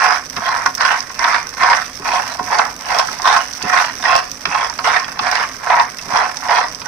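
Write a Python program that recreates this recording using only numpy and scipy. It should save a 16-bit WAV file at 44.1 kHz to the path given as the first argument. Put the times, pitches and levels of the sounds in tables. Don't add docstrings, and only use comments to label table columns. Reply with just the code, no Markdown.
import sys
import numpy as np
from scipy import signal
from scipy.fft import rfft, irfft
from scipy.io import wavfile
from scipy.ndimage import uniform_filter1d

SR = 44100
rng = np.random.default_rng(int(sys.argv[2]) if len(sys.argv) > 2 else 0)


def materialize(psi):
    bounded = np.clip(np.atleast_2d(psi).T, -1, 1)
    quanta = np.round(bounded * 32767).astype(np.int16)
    wavfile.write(sys.argv[1], SR, quanta)


def makeup_ratio(level_db):
    decades = np.asarray(level_db, float) / 20
    return 10 ** decades


N = 303136


def in_time(rows):
    s, *columns = np.transpose(rows)
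    return [np.interp(np.arange(N) / SR, s, c) for c in columns]


def rms_one(x):
    return x / np.sqrt(np.mean(x ** 2) + 1e-20)


def butter(x, order, hz, kind="low"):
    return signal.sosfilt(signal.butter(order, hz, kind, fs=SR, output="sos"), x)


def colour(x, points):
    hz, db = np.transpose(points)
    grid = np.maximum(np.fft.rfftfreq(4096, 1 / SR), 5)
    cepstrum = irfft(np.log(makeup_ratio(np.interp(np.log(grid), np.log(hz), db))))
    cepstrum[1:2048] *= 2
    cepstrum[2049:] = 0
    impulse = irfft(np.exp(rfft(cepstrum)))[None, :3072]
    return signal.oaconvolve(x, impulse, axes=1)[:, :N]


def drift(rate_hz):
    r = np.exp(-2 * np.pi * rate_hz / SR)
    wander = signal.lfilter([1], [1, -2 * r, r * r], rng.standard_normal(N + SR))
    return rms_one(wander[SR:])


def pairs(count, alike):
    alike = np.clip(alike, 0, 1)
    shared, own = rng.standard_normal((count, 2)).T
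    return np.sqrt(1 + alike) * shared + np.sqrt(1 - alike) * own * [[1], [-1]]


def train(at, sizes):
    return np.array([np.bincount(at, side, N)[:N] for side in sizes]) + 1e-18


def strike(at, sizes, modes, alike, damp, centre_hz=1000, slope_db=0, shift_db=0):
    out = 0
    for hz, db, t60 in modes:
        r = makeup_ratio(-60 / (t60 * damp * SR))
        w = 2 * np.pi * hz / SR
        load = np.interp(at / N, np.linspace(0, 1, 90), rng.standard_normal(90))
        octaves_off = np.abs(np.log2(hz / centre_hz))
        reach = makeup_ratio(db - slope_db * octaves_off + shift_db * load)
        clicks = train(at, sizes * reach * pairs(len(at), alike))
        out = out + signal.lfilter([0, np.sin(w)], [1, -2 * r * np.cos(w), r * r], clicks)
    return out


def grains(per_s, spread_db, largest, count):
    place, keep, size = rng.random((count, 3)).T
    at = (place * N).astype(int)
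    born = keep < per_s[at] * N / SR / count
    size_db = spread_db * np.minimum(-np.log(size + 1e-9), largest)
    return at, born * makeup_ratio(size_db) / np.sqrt(per_s[at])


def puffs(at, sizes, fade_s):
    shape = signal.lfilter([1], [1, -np.exp(-1 / (fade_s * SR))], np.bincount(at, sizes, N)[:N])
    return shape * rng.standard_normal((2, N))


# frequency in Hz, density in dB per Hz.
RUMBLE = [(12, -51), (20, 10), (261, 5), (332, 1.5), (637, 2.5), (718, -12), (809, -6), (1010, -12),
          (1200, -0.5), (1560, -26.5), (2640, -120)]
# frequency in Hz, level in dB.
HUM = [(54, -55), (149, -52), (259, -43)]


def kitchen():
    rumble = makeup_ratio(-36.5) * rms_one(colour(pairs(N, 0.82), RUMBLE)) * makeup_ratio(1.5 * drift(6))
    tones = 0
    r = np.exp(-np.pi * 12 / SR)
    for hz, db in HUM:
        resonance = [1, -2 * r * np.cos(2 * np.pi * hz / SR), r * r]
        tones = tones + makeup_ratio(db) * rms_one(signal.lfilter([1], resonance, pairs(N, 1.0)))
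    return rumble + tones


# full force from in seconds, build-up in seconds, hold in seconds, rattle in dB, pitch centre in Hz.
STROKES = [(0.0, .1, 0.11, -10, 1220), (0.366, 0.024, 0.15, -26, 1200), (0.497, .15, 0.096, -16, 1160),
           (0.811, 0.056, 0.12, -12.5, 1180), (1.218, 0.072, 0.13, -13.5, 1450),
           (1.627, 0.098, .13, -11.5, 1300), (2.07, 0.073, 0.13, -16, 824), (2.273, 0.11, 0.067, -27, 1030),
           (2.528, 0.12, 0.095, -13.5, 850), (2.923, 0.15, 0.068, -13, 810),
           (3.087, .06, 0.067, -30.5, 1080), (3.263, 0.046, 0.098, -10.5, 1160),
           (3.721, 0.14, 0.1, -10.5, 1290), (4.056, 0.091, 0.11, -13.5, 980), (4.537, 0.13, .1, -16, 1010),
           (4.857, 0.1, 0.11, -14, 1140), (5.03, .05, 0.072, -42, 1200), (5.264, 0.15, .16, -15.5, 1200),
           (5.698, 0.12, 0.097, -10.5, 960), (6.13, 0.094, .11, -11.5, 835),
           (6.504, 0.12, 0.079, -10, 1000), (6.865, 0.02, 0.027, -23, 1200)]
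# time in seconds, level in dB.
BEARING = [(0.08, -1), (0.55, -3.5), (0.87, 1), (1.25, -0.5), (1.7, 1), (2.14, 4.5), (2.58, -3.5),
           (2.97, 1), (3.32, 4.5), (3.78, 0.5), (4.13, 4), (4.58, 2.5), (4.92, 1), (5.34, 1.5), (5.75, -7),
           (6.19, -3), (6.55, 2)]
BUILD_DB, SETTLE_DB_PER_S = 27.5, 192.5
REST_DB, REST_HZ = -45, 1200
THINNING_OCT_PER_S = 0.2
LIGHT_OCT_PER_DB = 0.02
SCRAPE_DB, SCRAPE_FOLLOWS = -15, 0.97


def stirring():
    t = np.arange(0, N / SR + .01, .002)
    start, build, hold, db, hz = np.transpose(STROKES)[:, :, None]
    building_db = BUILD_DB * np.maximum(start - t, 0) / build
    settling_db = SETTLE_DB_PER_S * np.maximum(t - start - hold, 0)
    short_db = building_db + settling_db
    power = makeup_ratio(2 * (db - short_db))
    thinning = THINNING_OCT_PER_S * np.clip(t - start - hold / 2, -.15, .3)
    octaves = np.log2(hz) + thinning + LIGHT_OCT_PER_DB * np.minimum(short_db, 25)
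    rest = makeup_ratio(2 * REST_DB)
    total = power.sum(0) + rest
    centre = ((power * octaves).sum(0) + rest * np.log2(REST_HZ)) / total
    level_db = uniform_filter1d(10 * np.log10(total), size=15)
    bearing_db = np.interp(t, *np.transpose(BEARING))
    scrape_db = SCRAPE_DB - (1 - SCRAPE_FOLLOWS) * (level_db + 14) + bearing_db
    return in_time(np.c_[t, level_db, scrape_db, 2 ** centre])


# frequency in Hz, level in dB, 60 dB decay in seconds.
PAN = [(470, -2, 0.056), (544, -14.5, 0.12), (699, 0, 0.059), (735.3, -7, 0.56), (856, -1.5, 0.069),
       (953.5, -5, 0.16), (1010, -5, 0.087), (1070, -3, 0.13), (1169, -7.5, 0.08), (1300, -5.5, 0.038),
       (1414, -10.5, 0.052), (1490, -8.5, 0.053), (1558, -16.5, 0.085), (1700, -1.5, 0.025),
       (1828, -9, 0.12), (1893, -2, 0.034), (2069, -3.5, 0.069), (2255, -1.5, 0.025), (2395, -13, 0.15)]
# frequency in Hz, level in dB, 60 dB decay in seconds.
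RIM = [(2500, -2, .02), (2640, -3, .045), (2900, -2, .02), (3300, -3, .035), (3650, -3, .015),
       (4100, -3, .02), (4550, -3, .015), (5050, -8, .025)]


def rattle():
    level_db, scrape_db, centre_hz = stirring()
    per_s = np.clip(330 * makeup_ratio(.5 * (level_db + 18.0) + 4.0 * drift(40)), 220, 1400)
    at, sizes = grains(per_s, spread_db=3.0, largest=0.77, count=10000)
    body = rms_one(strike(at, sizes, PAN, alike=0.68, damp=0.71, centre_hz=centre_hz[at],
                          slope_db=6, shift_db=3.5))
    rim = rms_one(strike(at, sizes, RIM, alike=0.035, damp=0.7, shift_db=7.5))
    nuts = [(hz, 0, 22 / hz) for hz in np.geomspace(800, 4400, 11)]
    at, sizes = grains(per_s * .45, spread_db=4.0, largest=2.6, count=6000)
    clack = rms_one(strike(at, sizes, nuts, alike=0.12, damp=0.61, centre_hz=centre_hz[at],
                           slope_db=6, shift_db=1.5))
    return makeup_ratio(level_db - 2.5) * (body + makeup_ratio(-7.0) * clack + makeup_ratio(scrape_db + 5.5) * rim)


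# time in seconds, crackle in dB.
HEAT = [
    (0, -27.5),
    (1.2, -31),
    (2.2, -28),
    (3.6, -26.5),
    (4.3, -30.5),
    (5.4, -30.5),
    (6.87, -29.5),
]
# start in seconds, peak in dB, top end over the peak in dB.
POPS = [(0.2633, -25, -25), (0.6614, -16, -18), (0.7505, -16, -1.5), (0.7793, -23, -24), (0.8155, -19, -14),
        (1.0044, -18.5, -24), (1.192, -17, -29), (1.3745, -42, -25), (1.7678, -16.5, -20),
        (1.8531, -37, -27), (2.228, -27, -24), (2.5855, -12, -26), (2.9866, -9, -21), (3.2189, -17, -17),
        (3.534, -18.5, -22), (3.6257, -14, -20), (3.8598, -20, -17), (4.1627, -11, -25), (4.3151, -20, 0),
        (4.4563, -21, -26), (4.698, -18.5, -30), (4.964, -32, -18), (4.997, -20, -26), (5.313, -12.5, -13),
        (5.3535, -14.5, -33), (5.7954, -27, -25), (6.0237, -23.5, -25), (6.1719, -16.5, -38),
        (6.3695, -13.5, -28), (6.7471, -20.5, -20)]


def crackle():
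    heat_db, = in_time(HEAT)
    at, sizes = grains(350 * makeup_ratio(3.0 * drift(9.9)), spread_db=4.0, largest=2.6, count=12000)
    fine = rms_one(butter(puffs(at, sizes, fade_s=0.0014), 1, 6000))
    steam = makeup_ratio(-40) * rng.standard_normal((2, N))
    level_db, scrape_db, _ = stirring()
    husks_db = 0.73 * level_db + 0.61 * scrape_db - 10.5 + 3.3 * drift(26)
    husks = makeup_ratio(husks_db) * rng.standard_normal((2, N))
    hiss = butter(steam, 1, 14000) + butter(husks, 3, 9500)
    s, peak_db, top_db = np.transpose(POPS)
    at = (s * SR).astype(int)
    dull = butter(puffs(at, makeup_ratio(peak_db + 8), fade_s=0.0024), 2, [3300, 6800], "band")
    sharp = butter(puffs(at, makeup_ratio(peak_db + top_db + 9), fade_s=0.00075), 3, 6800, "high")
    bursts = makeup_ratio(heat_db - 4.5) * fine + hiss + dull + sharp
    return butter(bursts, 2, 1800, "high")


# start in seconds, peak in dB, pitch centre in Hz.
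KNOCKS = [(0.062, -0.5, 1070), (0.479, -4.5, 1070), (0.559, -11, 1130), (0.806, 3.5, 1490),
          (0.848, 4, 1370), (0.917, -2, 1030), (1.24, 5, 1300), (1.34, 2.5, 1670), (1.632, 3, 1010),
          (1.73, 5, 1550), (2.133, -1.5, 695), (2.54, -3, 1010), (2.589, 6, 1010), (2.899, -4, 910),
          (2.944, 0.5, 875), (2.992, 7, 950), (3.273, 5, 1180), (3.362, 2, 1000), (3.772, 0, 1900),
          (4.053, -0.5, 1930), (4.152, 5.5, 740), (4.545, 0, 1180), (4.871, 1.5, 730), (4.939, -4, 1840),
          (4.964, 4.5, 1670), (5.266, -0.5, 1020), (5.352, -0.5, 1830), (5.697, -1.5, 1070),
          (5.795, 5.5, 1040), (6.162, 0, 724)]
# start in seconds, peak in dB,
# bright part over the peak in dB, pitch centre in Hz, low jolt through the stand in dB.
TAPS = [(0.365, -9, 1, 1300, -23.5), (0.66, 5.5, -16, 1200, -30.5), (1.099, -14, -8, 1200, -48),
        (1.193, -28, -17, 1270, -46), (1.994, -25, -12, 900, -27), (2.055, -12, -3, 1300, -33),
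        (2.391, -3.5, -19, 880, -21.5), (2.472, -11, -18, 1810, -31.5), (3.086, -8, -15, 1700, -28),
        (3.196, -11, -12, 1150, -35), (3.62, -16, 4, 1420, -20.5), (3.995, -18, -18, 1100, -36),
        (4.455, 0.5, -5, 1780, -22.5), (4.788, -2.5, -9.5, 1180, -38), (5.043, -15.5, 3, 1900, -54),
        (5.081, -8.5, -12, 1400, -47), (5.118, -16.5, -20, 1500, -49), (5.192, -2.5, -3, 1000, -26),
        (5.938, -20, -22, 1500, -49), (5.989, -19.5, 4, 2290, -45), (6.045, -40, -12, 900, -23),
        (6.1, -10, -20, 690, -26), (6.37, -39, -15, 1100, -45), (6.818, -15, -0.5, 1100, -45)]
TAP_SLOPE_DB, KNOCK_SLOPE_DB = 12, 15
KNOCK_BRIGHT_DB = -9.5


def knocks():
    rows = [(s, db, bright, hz, TAP_SLOPE_DB) for s, db, bright, hz, _ in TAPS]
    rows += [(s, db, KNOCK_BRIGHT_DB, hz, KNOCK_SLOPE_DB) for s, db, hz in KNOCKS]
    s, peak_db, bright_db, centre_hz, slope_db = np.repeat(rows, 5, axis=0).T
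    skid_s = np.cumsum(.003 * rng.random((len(rows), 5)), axis=1).ravel() - .002
    tap_swell_db = np.tile([-2, 0, -2, -5, -8], len(TAPS))
    knock_swell_db = np.tile([-9, -3, 0, -1, -5], len(KNOCKS))
    touch_db = peak_db + np.r_[tap_swell_db, knock_swell_db]
    at = np.clip((s + skid_s) * SR, 0, N - 1).astype(int)
    body = strike(at, makeup_ratio(touch_db - 16.5), PAN, alike=0.53, damp=0.69,
                  centre_hz=centre_hz, slope_db=slope_db)
    bright = strike(at, makeup_ratio(touch_db + bright_db - 14.5), RIM, alike=0.057, damp=0.9)
    return body + bright


def thuds():
    s, jolt_db = np.repeat(TAPS, 4, axis=0).T[[0, 4]]
    rock_s = np.cumsum(.022 * rng.random((len(TAPS), 4)), axis=1).ravel()
    # Hz, dB, 60 dB decay in seconds
    modes = [(112, -19, 0.1), (170, -2.5, 0.099), (215, 2.0, 0.07), (283, -1.5, 0.13), (410, 5, 0.076)]
    at = ((s + rock_s) * SR).astype(int)
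    return butter(strike(at, makeup_ratio(jolt_db - 8), modes, alike=0.92, damp=1), 2, 350)


def walls(x, t60, level_db):
    t = np.arange(int(.2 * SR)) / SR
    tail = rng.standard_normal((2, len(t))) * makeup_ratio(-60 * t / t60) * (t > .004)
    tail = tail / np.sqrt(np.sum(tail ** 2, 1))[:, None]
    return makeup_ratio(level_db) * signal.oaconvolve(x, tail, axes=1)[:, :N]


def scene():
    pan = butter(rattle() + knocks(), 4, 520, "high") + crackle()
    return pan + walls(pan, t60=0.18, level_db=-9.5) + thuds() + kitchen()


def drop_faint(x, gate_db, masking, scatter_db):
    _, _, cells = signal.stft(x, SR, "cosine", 2048, 1024)
    power = np.abs(cells[:, :1024]) ** 2 + 1e-20
    band_db = 10 * np.log10(power.reshape(2, 128, 8, -1).mean(2))
    loud_db = 10 * np.log10(power.sum(1, keepdims=True))
    threshold_db = gate_db + masking * (loud_db + 20)
    kept = band_db > threshold_db + scatter_db * rng.standard_normal(band_db.shape)
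    cells[:, 128:1024] *= np.repeat(kept, 8, axis=1)[:, 128:]
    return signal.istft(cells, SR, "cosine", 2048, 1024)[1][:, :N]


def roll_off(x):
    return signal.sosfilt(signal.butter(12, 16790, fs=SR, output="sos"), x)


# frequency in Hz, response in dB.
LEFT_MIC = [(300, -7.5), (700, -5.5), (1050, 1), (1400, -2), (2200, -3), (3000, -5.5), (4100, -4.5),
            (5500, -12.5), (6300, -12), (7200, -2.5), (8500, -1), (11000, -6), (14300, -6), (15500, -72)]
# frequency in Hz, response in dB.
RIGHT_MIC = [(300, -6), (700, 1.5), (1050, 0.5), (1450, 9), (2200, 4), (3100, -4.5), (4200, -1.5),
             (5100, 10.5), (6000, 14.5), (6800, -9), (7700, -100), (9000, -27), (12500, -5), (15000, -1)]


def record(dry):
    heard = np.vstack([colour(dry[:1], LEFT_MIC), colour(dry[1:], RIGHT_MIC)])
    bent = heard / (1 + (heard / 1.15) ** 4) ** .25
    top_cut = signal.cheby2(14, 50, 16050, fs=SR, output="sos")
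    cut = signal.sosfilt(top_cut, np.clip(bent, -1, 1))
    thinned = drop_faint(cut, gate_db=-74, masking=.25, scatter_db=4.5)
    return roll_off(thinned)


dry = scene()
out = record(dry)
materialize(out)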